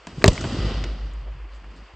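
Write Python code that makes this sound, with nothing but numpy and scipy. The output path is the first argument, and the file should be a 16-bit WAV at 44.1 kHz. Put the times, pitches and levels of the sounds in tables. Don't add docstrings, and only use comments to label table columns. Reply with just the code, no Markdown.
import sys
import numpy as np
from scipy import signal
from scipy.fft import rfft, irfft
from scipy.io import wavfile
from scipy.ndimage import uniform_filter1d, minimum_filter1d

SR = 44100
rng = np.random.default_rng(int(sys.argv[2]) if len(sys.argv) > 2 else 0)


def unload_audio(sound):
    columns = np.transpose(np.atleast_2d(sound))
    steps = np.round(np.clip(columns, -1, 1) * 32767)
    wavfile.write(sys.argv[1], SR, steps.astype(np.int16))


def voltage_ratio(decibels):
    exponent = np.asarray(decibels, float) / 20
    return 10 ** exponent


N = 85995


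def rms_one(x):
    return x / np.sqrt(np.mean(x ** 2) + 1e-20)


def in_time(rows):
    time_s, level_db = np.transpose(rows)
    return voltage_ratio(np.interp(np.arange(N) / SR, time_s, level_db))


def coloured(x, spectrum):
    hz, db = np.transpose(spectrum)
    f = np.arange(N // 2 + 1) * SR / N + 1
    gain_db = np.interp(np.log(f), np.log(hz), db, left=-90, right=-90)
    return rms_one(irfft(rfft(x) * voltage_ratio(gain_db), N))


def drift(rate_hz):
    r = np.exp(-2 * np.pi * rate_hz / SR)
    white = rng.standard_normal(N + SR)
    return rms_one(signal.lfilter([1], [1, -2 * r, r * r], white)[SR:])


def ring(clicks, hz, t60_s):
    r, w = voltage_ratio(-60 / (t60_s * SR)), 2 * np.pi * hz / SR
    return signal.lfilter([0, np.sin(w)], [1, -2 * r * np.cos(w), r * r], clicks + 1e-18)


# (per Hz, relative)
SHED_COLOUR = [(20, -14.5), (40, -5), (100, -18.5), (200, -21.5), (260, -24), (330, 0.5), (600, -7),
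               (1050, -0.5), (1400, -4.5), (2800, -7.5), (3600, -19), (4100, -32), (4700, -28.5),
               (5600, -33.5), (7300, -30.5), (8600, -41.5), (10000, -79)]
SHED_DB = -53


def shed_hiss():
    hiss = coloured(rng.standard_normal(N), SHED_COLOUR)
    return voltage_ratio(SHED_DB) * voltage_ratio(drift(46)) * hiss


# time_s, level_db
SCRAPE_LEVEL = [(0, -55.5), (.065, -56), (.08, -48), (.15, -52), (.24, -46.5), (.3, -37.5), (.4, -39.5),
                (.55, -35.5), (.7, -35), (.87, -42), (1.03, -49.5), (1.3, -58), (1.48, -61.5),
                (1.54, -54.5), (1.62, -59.5), (1.77, -57), (1.87, -57.5), (1.95, -60.5)]
# (per Hz, relative)
SCRAPE_COLOUR = [(290, -31), (500, -0.5), (737, -3.5), (890, -9.5), (1230, -5.5), (1710, -13.5), (1960, -7),
                 (2190, -15), (2960, -7), (3530, -13.5), (4100, -15), (4710, -11), (5500, -18), (6700, -24),
                 (7780, -24.5), (8820, -31), (10000, -86), (13000, -105), (22000, -120)]
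# time_s, level_db
GRIT = [(0, 0.5), (.25, 11), (.45, 7), (.7, -5), (.95, -7.5), (1.4, -1), (1.95, 2)]


def scrape():
    grains = rng.standard_normal(N) * (1 + 2.4 * (rng.random(N) < 0.03))
    rubbing = coloured(grains, SCRAPE_COLOUR)
    high = signal.butter(3, 6000, "high", fs=SR, output="sos")
    fine = signal.sosfiltfilt(high, rubbing)
    unsteady = voltage_ratio(-0.5 * drift(71))
    return in_time(SCRAPE_LEVEL) * unsteady * (rubbing + (in_time(GRIT) - 1) * fine)


# time_s, level_db
RATTLE_LEVEL = [(0, -83), (.065, -57.5), (.09, -44), (.16, -44.5), (.24, -31.5), (.3, -24.5), (.35, -34.5),
                (.43, -29.5), (.6, -30), (.69, -30.5), (.84, -35), (.95, -43.5), (1.15, -49.5),
                (1.4, -66.5), (1.6, -59), (1.72, -49.5), (1.8, -50.5), (1.87, -67), (1.95, -67.5)]
# (per Hz, relative)
RATTLE_COLOUR = [(41, -19), (70, -3), (107, -1.5), (128, -5), (275, -2), (442, -7.5), (737, -30.5),
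                 (891, -51.5), (1200, -30), (1560, -61.5), (2640, -120)]
KNOCKS_PER_S, KNOCK_SPREAD_DB = 800, 1.5
SWING_GATE = 0.25


def rattle(shape):
    sizes = voltage_ratio(KNOCK_SPREAD_DB * np.minimum(rng.exponential(1, N), 4))
    sizes = sizes * rng.choice([-1, 1], N)
    happens = rng.random(N) < KNOCKS_PER_S / SR
    knocks = sizes * happens * np.maximum(1 + SWING_GATE * shape, 0.05)
    pitches_hz = np.geomspace(70, 1200, 14)
    dealt = rng.integers(0, 14, N)
    rings = np.zeros(N)
    for k, hz in enumerate(pitches_hz):
        rings += ring(knocks * (dealt == k), hz, 12.7 / hz) * np.sqrt(hz)
    return in_time(RATTLE_LEVEL) * coloured(rings, RATTLE_COLOUR)


# start_s, level_db (peak), centre_hz, t60_s,
# ring_db (how strongly the panel rings, against the snap)
SNAPS = [(0.071, -33.5, 3280, 0.018, -4), (.071, -42, 600, 0.053, -32), (0.0701, -27.5, 7760, 0.022, -13.5),
         (0.217, -28.5, 1180, 0.015, -27), (.2220, -24.5, 1816, 0.0043, -14), (0.228, -37, 6030, 0.007, -9),
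         (.2416, 10, 1500, .006, -16), (.2418, 9, 2700, .005, -30), (.2419, 8, 950, .012, -11),
         (.2426, 7, 2200, .006, -30), (.2419, -4, 6000, .008, -30), (0.245, -16, 5350, 0.055, -39),
         (.247, -15.5, 2410, 0.064, -20), (.2525, -12, 1120, 0.013, -13.5),
         (0.2538, -14.5, 1900, 0.025, -26), (.262, -14, 880, 0.012, -27),
         (0.2596, -9.5, 5400, 0.015, -33.5), (0.2623, -14, 5650, 0.0084, -19),
         (0.2793, -3.5, 5660, 0.015, -13), (0.2786, -8.5, 3300, 0.031, -23),
         (.28, -11.5, 946, 0.016, -22.5), (0.284, -16.5, 3480, 0.034, -11), (0.332, -29, 5600, 0.033, -19),
         (0.378, -22.5, 2100, 0.01, -18), (0.409, -29, 4900, 0.045, -43), (.4405, -22, 950, 0.059, -15),
         (.4405, -28, 2300, .03, -20.5), (.411, -30.5, 1700, .02, -21), (.839, -24.5, 2100, 0.028, -28),
         (.8395, -26.5, 3840, 0.033, -16), (0.841, -33, 5500, 0.014, -11), (1.058, -50, 6500, 0.0092, -20)]
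# pitch_hz, level_db (relative), t60_s
PANEL = [(200, -16, 0.06), (281.3, -3.5, 0.11), (404, 3.5, 0.091), (456, 0, 0.059), (600, 8.5, 0.041),
         (670, -5, 0.049), (925, -20, 0.04), (950, -7.5, 0.041), (1020, 7.5, 0.035), (1240, -1, 0.0057),
         (1590, -4.5, 0.029), (1766, -4.5, 0.017), (2430, 9, 0.0071), (2790, 1, 0.013), (2900, -11, 0.034)]
SNAP_OCTAVES = 1.3
BEND_SHARE = 0.062
SHUDDER_T60_S = 0.012


def snaps():
    length = 4410
    t = np.arange(length) / SR
    out = np.zeros(N + SR)
    for start_s, level_db, centre_hz, t60_s, ring_db in SNAPS:
        white = rng.standard_normal(length)
        edges = centre_hz * 2 ** (np.array([-0.5, 0.5]) * SNAP_OCTAVES)
        edges = np.clip(edges, 50, 0.45 * SR)
        burst = white * voltage_ratio(-60 * t / t60_s) + 4.0 * (t == 0)
        band = signal.sosfilt(signal.butter(3, edges, "band", fs=SR, output="sos"), burst)
        shudder = white[::-1] * voltage_ratio(-60 * t / SHUDDER_T60_S)
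        shudder = shudder / np.sqrt(np.sum(shudder ** 2))
        body = np.zeros(length)
        for mode_hz, mode_db, mode_t60_s in PANEL:
            uneven_db = rng.normal(0, 3.3)
            bend = 1 + BEND_SHARE * rng.uniform(-0.91, 1)
            body += voltage_ratio(mode_db + uneven_db) * ring(shudder, mode_hz * bend, mode_t60_s) / 2
        i = int(start_s * SR)
        out[i:i + length] += voltage_ratio(level_db) * (band / abs(band).max() + voltage_ratio(ring_db) * body)
    return out[:N]


ECHO_DB, ECHO_T60_S = -29, 0.14


def shed_echo(x):
    t = np.arange(SR // 2) / SR
    tail = rng.standard_normal(len(t)) * voltage_ratio(-60 * t / ECHO_T60_S) * (t > 0.004)
    tail = tail / np.sqrt(np.sum(tail ** 2))
    return voltage_ratio(ECHO_DB) * signal.fftconvolve(x, tail)[:N]


# start_s, level_db, pitch_hz (at the start), t60_s
BUCKLES = [(0.074, -28.5, 233, 0.036), (0.175, -26, 113, 0.055), (0.182, -16.5, 178, 0.034),
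           (0.226, -35, 300, 0.036), (0.2417, -3.5, 254, 0.028), (0.2421, 3, 396, 0.0279),
           (0.2492, -4, 111, 0.021), (0.2689, -8.5, 200, 0.011), (0.26, 4.5, 157.3, 0.0156),
           (0.2798, 4, 155, 0.034), (0.29, 0, 45.1, 0.056), (0.439, -20, 250, 0.017),
           (0.4456, -20, 185, 0.027), (0.455, -16, 232, 0.028), (0.46, -23, 130, .04),
           (0.587, -18, 172, 0.093), (1.937, -38, 99.6, 0.18)]
SAG_S = 0.014


def buckles():
    t = np.arange(SR // 5) / SR
    out = np.zeros(N + SR)
    for start_s, level_db, hz, t60_s in BUCKLES:
        cycles = hz * SAG_S * np.log1p(t / SAG_S)
        i = int(start_s * SR)
        out[i:i + len(t)] += voltage_ratio(level_db - 60 * t / t60_s) * np.sin(2 * np.pi * cycles)
    return out[:N]


# pitch_hz, level_db (relative, when in step),
# loss_db_per_s (on top of the swing's own curve; negative gains on it)
SWING_MODES = [(49.5, 0, 0), (57.2, -9, -1.5), (44.6, -19, -2)]
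IN_STEP_S = 0.649


def swing_shape():
    t = np.arange(N) / SR - IN_STEP_S
    shape = np.zeros(N)
    for hz, level_db, loss_db_per_s in SWING_MODES:
        shape += voltage_ratio(level_db - loss_db_per_s * t) * np.cos(2 * np.pi * hz * t)
    return shape


# time_s, level_db
SWING_LEVEL = [(.08, -55), (.11, -52), (.22, -33), (.33, -55), (.41, -30), (.52, -34), (.62, -23),
               (.8, -23), (1.3, -29), (1.6, -36.5), (1.8, -38.5), (1.9, -49), (1.95, -54.5)]


def swing(shape):
    return in_time(SWING_LEVEL) * shape


# start_s, length_s, level_db, pitch_hz
SWELLS = [(.1, .05, -51, 466), (0.25, .012, -16.5, 1020), (.376, 0.006, -27.5, 2000),
          (0.44, 0.021, -32, 974), (1.131, 0.012, -56, 8000), (1.518, 0.076, -65.5, 7000),
          (1.748, 0.045, -64.5, 7200), (1.018, 0.09, -42.5, 144), (1.181, 0.077, -43.5, 124),
          (1.239, 0.084, -48, 600), (1.26, 0.023, -66, 340), (1.273, 0.15, -45.5, 127.5),
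          (1.422, 0.069, -52.5, 315), (1.707, 0.085, -59, 200), (1.502, 0.064, -62.5, 4330),
          (1.743, 0.079, -62.5, 5050)]
SWELL_CYCLES = 5


def swells():
    t, noise = np.arange(N) / SR, rng.standard_normal(N)
    out = np.zeros(N)
    for start_s, length_s, level_db, hz in SWELLS:
        rise_and_fall = np.sin(np.pi * np.clip((t - start_s) / length_s, 0, 1)) ** 2
        t60_s = SWELL_CYCLES / hz
        tone = ring(ring(noise, hz, t60_s), hz, t60_s)
        out += voltage_ratio(level_db) * rise_and_fall * rms_one(tone)
    return out


# time_s, level_db (relative)
SLAP_LEVEL = [(.56, -62), (.59, -35), (.69, -12), (.74, -15.5), (.85, -41.5), (1.1, -44.5), (1.3, -73)]
SLAP_SHARPNESS = 3.7


def slaps(shape):
    push = np.maximum(shape / 1.33, 0) ** SLAP_SHARPNESS
    high = signal.butter(2, 70, "high", fs=SR, output="sos")
    return in_time(SLAP_LEVEL) * 2 * signal.sosfiltfilt(high, push)


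SIDE_DB, SIDE_LOW_HZ, SIDE_HIGH_HZ = -6, 2724, 7780


def scene():
    shape, hits = swing_shape(), snaps()
    diffuse = shed_hiss() + scrape() + shed_echo(hits)
    direct = hits + rattle(shape) + buckles() + swing(shape) + swells() + slaps(shape)
    mid = direct + diffuse
    scatter = rng.standard_normal(400) / 20
    upper_mids = signal.cheby2(8, 70, [SIDE_LOW_HZ, SIDE_HIGH_HZ], "band", fs=SR, output="sos")
    side = signal.sosfilt(upper_mids, signal.lfilter(scatter, 1, diffuse))
    return mid + voltage_ratio(SIDE_DB) * side * [[1], [-1]]


def band_limit(x):
    return signal.sosfilt(signal.butter(12, 16480, fs=SR, output="sos"), x)


MIC_LOW_HZ, MIC_HIGH_HZ, CUTOFF_HZ = 38, 10200, 16400
CEILING_DB, RELEASE_DB_PER_S, AHEAD_S = 7, 456, 0.0048


def record(dry):
    x = signal.sosfilt(signal.butter(2, MIC_LOW_HZ, "high", fs=SR, output="sos"), dry)
    x = signal.sosfilt(signal.cheby2(8, 50, MIC_HIGH_HZ, fs=SR, output="sos"), x)
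    over_db = np.maximum(20 * np.log10(abs(x).max(axis=0) + 1e-9) - CEILING_DB, 0)
    ramp_db = RELEASE_DB_PER_S * np.arange(N) / SR
    held_db = np.maximum.accumulate(over_db + ramp_db) - ramp_db
    ahead = max(int(AHEAD_S * SR), 2)
    early_db = -minimum_filter1d(-held_db, 2 * ahead)
    ducked = x * voltage_ratio(-uniform_filter1d(early_db, ahead))
    clipped = np.clip(ducked, -1, 1)
    mix = signal.sosfilt(signal.cheby2(10, 60, CUTOFF_HZ, fs=SR, output="sos"), clipped)
    return band_limit(mix)


dry = scene()
out = record(dry)
unload_audio(out)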